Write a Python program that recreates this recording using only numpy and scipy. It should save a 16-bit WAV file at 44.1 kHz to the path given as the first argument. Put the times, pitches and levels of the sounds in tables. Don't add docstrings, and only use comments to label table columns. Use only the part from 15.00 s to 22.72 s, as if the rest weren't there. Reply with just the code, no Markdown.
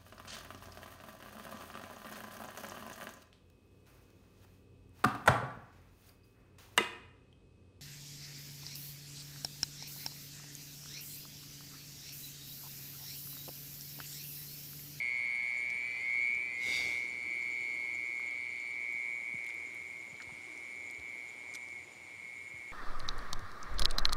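import sys
import numpy as np
from scipy import signal
from scipy.fft import rfft, irfft
from scipy.io import wavfile
from scipy.ndimage import uniform_filter1d, map_coordinates

SR = 44100
rng = np.random.default_rng(int(sys.argv[2]) if len(sys.argv) > 2 else 0)


def generate_wav(sig):
    pcm = np.round(np.clip(np.atleast_2d(sig).T, -1, 1) * 32767).astype(np.int16)
    wavfile.write(sys.argv[1], SR, pcm)


def how_loud(loudness_db):
    steps = np.asarray(loudness_db, float) / 20
    return 10 ** steps


N = 340452
TIME = np.arange(N) / SR

# time in seconds, strokes per second in Hz.
STROKE_RATE = [(0, 121.7), (.8, 121.2), (3.77, 121.0), (4.0, 118.3), (4.88, 118.8), (5.0, 120.0),
               (6.2, 120.6), (7.72, 120.9)]
# time in seconds, level in dB.
TRILL_LEVEL = [(0, -35), (1.0, -38), (1.25, -35.5), (1.9, -38), (2.35, -38.5), (3.25, -40), (3.62, -42.5),
               (3.95, -39), (4.35, -41.5), (4.9, -47), (5.4, -50), (5.8, -46.5), (6.19, -46), (6.35, -50.5),
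               (6.55, -46.5), (6.78, -47), (6.9, -56.5), (7.25, -48.5)]
# time in seconds, depth in dB, length in seconds.
SHADES = [(2.15, -4, 0.12), (4.224, -2.5, 0.037), (4.705, -2.5, 0.035), (5.16, -2.5, 0.051),
          (6.68, -3, 0.019), (6.859, -15, .011), (6, -6.5, 0.017), (6.946, -7, 0.01), (0.61, -0.5, 0.086),
          (7.17, -2, .025), (7.407, 0, .03), (6.6, -1.5, 0.018), (5.08, -2, 0.024), (5.37, 0, 0.037),
          (7.493, -11, 0.0066)]
# time in seconds, level in dB.
MOUTH_VIEW = [(0, 3.5), (1.0, -2), (1.25, -1), (1.45, -5.5), (2.1, -3), (2.7, -1), (3.2, -6.5),
              (3.68, -2.5), (3.8, -10), (4.7, -21), (7.72, -22)]
# time in seconds, extra path in ms, strength 0-1.
NEAR_SURFACE = [(0, 2.38, .1), (.5, 2.23, .15), (.72, 2.14, .45), (.97, 2.035, .9), (1.09, 1.9, .9),
                (1.21, 1.79, .7), (1.38, 1.67, .75), (1.53, 1.565, .85), (1.72, 1.43, .75), (1.9, 1.38, .4),
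                (2.3, 1.36, .2), (7.72, 1.36, .2)]
LEAF_PATHS_MS = [5.9, 14.3, 27.1, 43.7, 66.2, 95.5]
# time in seconds, level in dB.
LEAF_ECHO = [(0, -14), (.8, -18), (1.7, -18), (2.2, -13), (4.3, -10), (5.1, -5), (5.8, -11), (6.2, -10),
             (6.6, -5), (7.72, -5)]
# centre in Hz, width in Hz.
SIDE_MODES = [(1935, 80), (1790, 240)]
# time in seconds, first mode in dB, second mode in dB.
SIDE_LEVEL = [(0, -31, -28), (.6, -20, -22.5), (1.1, -26, -29), (2, -37, -43), (4.5, -17.5, -30),
              (5.2, -23.5, -44), (7.72, -17.5, -40)]
# time in seconds, level in dB.
LOW_SINGER = [(0, -71), (1.3, -64.5), (2.5, -64.5), (3.5, -65.5), (4.1, -70), (4.8, -66), (6.2, -64.5),
              (7.72, -66.5)]
# time in seconds, level in dB.
HIGH_SINGER = [(0, -66), (.5, -62), (1.0, -68), (2.2, -69), (3.0, -72), (4.5, -74), (7.72, -75)]
# centre in Hz, width in Hz, level in dB.
CHORUS = [(2163, 470, -62), (7030, 470, -70.5), (8710, 1700, -73), (10700, 1400, -79.5), (3360, 1400, -90)]
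# time in seconds, level in dB, thud against grit in dB.
SCUFF = [
    (1.55, -80, 13),
    (1.572, -74, -5),
    (1.58, -69, -6),
    (1.634, -54.5, -4.5),
    (1.692, -50, -1),
    (1.766, -48, -7.5),
    (1.778, -50, -0.5),
    (1.936, -56, 0),
    (2.2, -76.5, 1),
]
# frequency in Hz, density in dB per Hz.
SCUFF_COLOUR = [(600, -59), (1500, -20), (2600, -11.5), (3650, -11), (4650, -13.5), (6200, -15),
                (10000, -26), (15300, -33)]
# time in seconds, delay in ms.
SCUFF_ECHO = [(1.55, .9), (1.68, .94), (1.8, .98), (1.88, 1.0), (2.0, .94), (2.2, .94)]
# time in seconds, peak in dB, pitch in Hz, length in ms.
TICKS = [(.7, -43.5, 5430, 11), (.7, -54, 11000, 4), (1.349, -46, 5960, 2.9), (2.422, -50, 5100, 6.8),
         (2.95, -48, 5000, 3), (3.193, -53, 11000, 4), (3.308, -49, 5500, 2.7), (3.6, -51, 5500, 4.2),
         (3.924, -51, 10100, 8), (4.444, -46, 6000, 3), (4.444, -55, 12500, 3), (4.464, -47, 10500, 5),
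         (4.49, -46, 6100, 5.7), (4.502, -43, 3160, 6.7), (4.543, -49, 11500, 4), (4.747, -47, 10000, 3),
         (5.165, -48, 3800, 3.5), (5.22, -43, 4230, 8.2), (5.576, -47, 6260, 2.6), (5.9, -46, 4640, 4.5),
         (5.91, -44.5, 8440, 4.1), (5.946, -48, 4500, 2.5), (5.997, -47, 4150, 2.8),
         (6.539, -39, 6240, 3.7), (6.546, -40, 6200, 7), (6.55, -39, 6530, 4), (6.555, -37.5, 6600, 4),
         (6.562, -48, 7500, 4), (6.65, -52, 5000, 3), (6.685, -48, 5500, 3.9)]
# time in seconds, peak in dB, pitch in Hz, length in ms.
KNOCKS = [(3.195, -46, 1250, 6), (4.49, -48, 1500, 12), (5.2, -38.5, 1670, 8.9), (5.212, -47, 1450, 14),
          (4.465, -44, 2920, 12), (5.29, -47.5, 900, 30), (6.546, -46, 1630, 18), (6.55, -40.5, 3700, 10)]
# time in seconds, peak in dB, pitch in Hz, length in ms.
THUDS = [(4.34, -43.5, 202, 20), (5.125, -49.5, 180, 23), (5.268, -51.5, 107, 27), (5.319, -47.5, 174, 17),
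         (5.975, -52.5, 89, 89), (7.533, -52.5, 132, 39), (7.579, -55, 102, 21)]
# frequency in Hz, density in dB per Hz.
AIR_COLOUR = [(25, -73), (45, -45), (62, -39), (90, -24), (130, -30), (200, -28), (340, -29), (1000, -29),
              (1500, -34), (2600, -32.5), (4000, -36.5), (6200, -41), (10000, -50), (15400, -54)]
# time in seconds, air in dB, traffic in dB.
AIR_LEVEL = [(0, -60, -66.5), (1.3, -61.5, -67), (2.9, -61, -69.5), (4.0, -62, -73.5), (7.47, -63.5, -71.5),
             (7.72, -62.5, -76)]
# time in seconds, level in dB.
DRONE = [(0, -82), (1.2, -66.5), (2.3, -62.5), (4, -68), (6, -64.5), (6.5, -67.5), (7.72, -74)]
# frequency in Hz, level in dB.
HUM = [(102.3, -82.5)]

HARP_HZ, HARP_FALL_HZ, BURROW_WIDTH_HZ = 2279.8, 102, 360
STROKE_MS, STROKE_SCATTER_MS = 5.09, 0.078
OCTAVE_DB, RASP_DB = -63, -63
SWING_S, SWING_LENGTH_S, SWING_HZ = 4.3, 0.6, 1.1
LOW_FIRST_S, LOW_PERIOD_S = 0.05, 0.1077
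HIGH_FIRST_S, HIGH_PERIOD_S = 0.069, 0.1345


def curves(table):
    s, *columns = np.transpose(table)
    return [np.interp(TIME, s, c) for c in columns]


def unit(x):
    return x / np.sqrt(np.mean(x ** 2))


def noise():
    return rng.standard_normal(N)


def band(x, hz, width_hz):
    return signal.lfilter(*signal.iirpeak(hz, hz / width_hz, fs=SR), x)


def band_twice(x, hz, width_hz):
    return band(band(x, hz, width_hz), hz, width_hz)


def coloured(x, points):
    hz, db = np.transpose(points)
    f = np.fft.rfftfreq(N, 1 / SR) + 1
    gain = how_loud(np.interp(np.log(f), np.log(hz), db))
    return unit(irfft(rfft(x) * gain, N))


def walk(rate_hz):
    k = int(SR / rate_hz)
    held = np.repeat(rng.standard_normal(N // k + 1), k)
    return unit(uniform_filter1d(uniform_filter1d(held, k), k)[:N])


def delayed(x, ms):
    return map_coordinates(x, [np.arange(N) - ms * SR / 1000], order=3)


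def strokes(rate_hz, scatter_ms, size_db, length_ms, hz, fall_hz):
    count = np.cumsum(rate_hz * np.ones(N)) / SR
    beats = np.arange(int(count[-1]) + 2)
    lateness, size = rng.standard_normal((2, len(beats)))
    starts_s = np.interp(beats, count, TIME)
    starts_s = starts_s + np.cumsum(lateness * scatter_ms) / 1000
    k = np.clip(np.searchsorted(starts_s, TIME) - 1, 0, None)
    since_s = np.maximum(TIME - starts_s[k], 0)
    along = np.clip(since_s * 1000 / length_ms, 0, 1)
    envelope = how_loud(size_db * size)[k] * np.sin(np.pi * along ** 0.69)
    return envelope, 2 * np.pi * since_s * (hz - fall_hz * along / 2)


def garden_paths(horn):
    echo = how_loud(curves(LEAF_ECHO)[0])
    direct = unit(signal.sosfilt(signal.butter(8, 2470, fs=SR, output="sos"), horn))
    leaves = sum(delayed(direct, ms + 0.1 * walk(1.514)) for ms in LEAF_PATHS_MS)
    paths = direct + echo * unit(leaves)
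    paths *= how_loud(2.8 * echo * walk(70))
    return paths / np.sqrt(uniform_filter1d(paths ** 2, size=1456))


def mole_cricket():
    swing = np.exp(-((TIME - SWING_S) / SWING_LENGTH_S) ** 4)
    rate_hz = curves(STROKE_RATE)[0] + SWING_HZ * swing * walk(14)
    envelope, phase = strokes(rate_hz, STROKE_SCATTER_MS, 0.18, STROKE_MS, HARP_HZ, HARP_FALL_HZ)
    file_tone = envelope ** 2.0 * np.sin(phase)
    horn = band(band(file_tone, HARP_HZ - 60, BURROW_WIDTH_HZ), HARP_HZ - 60, 420)

    edges = envelope ** 0.18 * np.sin(phase)
    side = 0
    for (hz, width_hz), db in zip(SIDE_MODES, curves(SIDE_LEVEL)):
        side = side + how_loud(db) * unit(band(band_twice(edges, hz, width_hz), hz, width_hz))
    rasp = unit(signal.sosfilt(signal.butter(4, [2750, 3900], "band", fs=SR, output="sos"), edges))
    octave = unit(band(envelope * np.sin(2 * phase), 3710, 700))

    extra_ms, strength = curves(NEAR_SURFACE)
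    paths = garden_paths(horn)
    paths = paths + np.clip(strength, 0, 1) * delayed(paths, extra_ms)
    octave = octave + 0.98 * strength * delayed(octave, extra_ms)
    rasp = rasp + 0.98 * strength * delayed(rasp, extra_ms)

    level_db, = curves(TRILL_LEVEL)
    for s, depth_db, length_s in SHADES:
        level_db = level_db + depth_db * np.exp(-((TIME - s) / length_s) ** 4)
    view_db, = curves(MOUTH_VIEW)
    return how_loud(level_db) * (paths + side) + how_loud(OCTAVE_DB + view_db) * octave + how_loud(RASP_DB + view_db) * rasp


def chirps(first_s, period_s, length_s, level_db, scatter_db, song):
    k = np.round((TIME - first_s) / period_s).astype(int)
    strength, shift = rng.standard_normal((100, 2))[k].T
    off_s = abs(TIME - first_s - k * period_s - 0.0044 * shift)
    opening = np.clip(1.63 * (1 - 2 * off_s / length_s), 0, 1)
    return how_loud(level_db + scatter_db * strength) * opening * unit(song)


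def small_crickets():
    envelope, phase = strokes(118, 0.04, 2.0, 5.2, 9020, 400)
    clean = envelope ** 2 * np.sin(phase)
    high = chirps(HIGH_FIRST_S, HIGH_PERIOD_S, 0.125, curves(HIGH_SINGER)[0], 1.1, clean)
    rough = band_twice(noise(), 7050, 520) * how_loud(2.0 * walk(120))
    low = chirps(LOW_FIRST_S, LOW_PERIOD_S, 0.055, curves(LOW_SINGER)[0], 1.6, rough)
    far = 0
    for hz, width_hz, db in CHORUS:
        far = far + how_loud(db + 1.6 * walk(6.5)) * unit(band_twice(noise(), hz, width_hz))
    return how_loud(-1.0) * high + how_loud(-0.9) * low + far


def scuff():
    level_db, thud_db = curves(SCUFF)
    on = (TIME > SCUFF[0][0]) & (TIME < SCUFF[-1][0])
    grit = coloured(noise() * how_loud(0.27 * walk(400)), SCUFF_COLOUR)
    grit = grit - 0.45 * delayed(grit, curves(SCUFF_ECHO)[0])
    ring = np.exp(-((TIME - 1.79) / 0.078) ** 2) * band(grit, 4700, 250)
    ring = ring + 0.53 * np.exp(-((TIME - 1.75) / 0.12) ** 2) * band(grit, 3700, 190)
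    thud = unit(band(noise(), 98, 57) + 0.6 * band(noise(), 450, 400))
    return on * how_loud(level_db) * (how_loud(4.0) * (grit + 2.3 * ring) + how_loud(thud_db) * thud)


def bursts(table, spread, noisy):
    out = np.zeros(N + SR)
    t = np.arange(SR // 8) / SR
    for s, db, hz, ms in table:
        tone = np.sin(2 * np.pi * hz * t * (0.404 + np.exp(-t * 1500 / ms)))
        source = noisy * rng.standard_normal(len(t)) + (1 - noisy) * tone
        envelope = np.exp(-t * 2000 / ms) * np.minimum(t * 8000 / ms, 1)
        burst = band_twice(source * envelope, hz, spread * hz)
        start = int(s * SR)
        out[start:start + len(t)] += how_loud(db) * burst / np.max(abs(burst))
    return out[:N]


def twigs_and_steps():
    ticks = bursts(TICKS, spread=0.77, noisy=0.72)
    knocks = bursts(KNOCKS, spread=0.5, noisy=1.0)
    return ticks + knocks + bursts(THUDS, spread=2.3, noisy=0.49)


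def night_air():
    flicker = 0
    for hz in 45 * 2. ** np.arange(9):
        flicker = flicker + how_loud(1.2 * walk(4.4)) * band(noise(), hz, 0.49 * hz) / np.sqrt(hz)
    spectrum = rfft(flicker)
    flat = irfft(spectrum / np.sqrt(uniform_filter1d(abs(spectrum) ** 2, size=400)), N)
    air = coloured(flat, AIR_COLOUR)
    traffic = signal.sosfiltfilt(signal.butter(2, 150, fs=SR, output="sos"), air)
    drone = how_loud(curves(DRONE)[0]) * unit(band_twice(noise(), 336, 190))
    hum = sum(how_loud(db) * np.sqrt(2) * np.sin(2 * np.pi * hz * TIME + 0.37 * walk(1.9)) for hz, db in HUM)
    air_db, traffic_db = curves(AIR_LEVEL)
    return how_loud(air_db + 3.0) * (air - traffic) + how_loud(traffic_db - 0.6) * unit(traffic) + drone + hum


def scene():
    return (mole_cricket() + small_crickets() + scuff() + twigs_and_steps() + night_air())[None]


def roll_off(x):
    return signal.sosfilt(signal.butter(12, 15410, fs=SR, output="sos"), x)


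def record(dry):
    mix = signal.sosfilt(signal.butter(4, 60, "high", fs=SR, output="sos"), dry)
    return roll_off(mix)


dry = scene()
out = record(dry)
generate_wav(out)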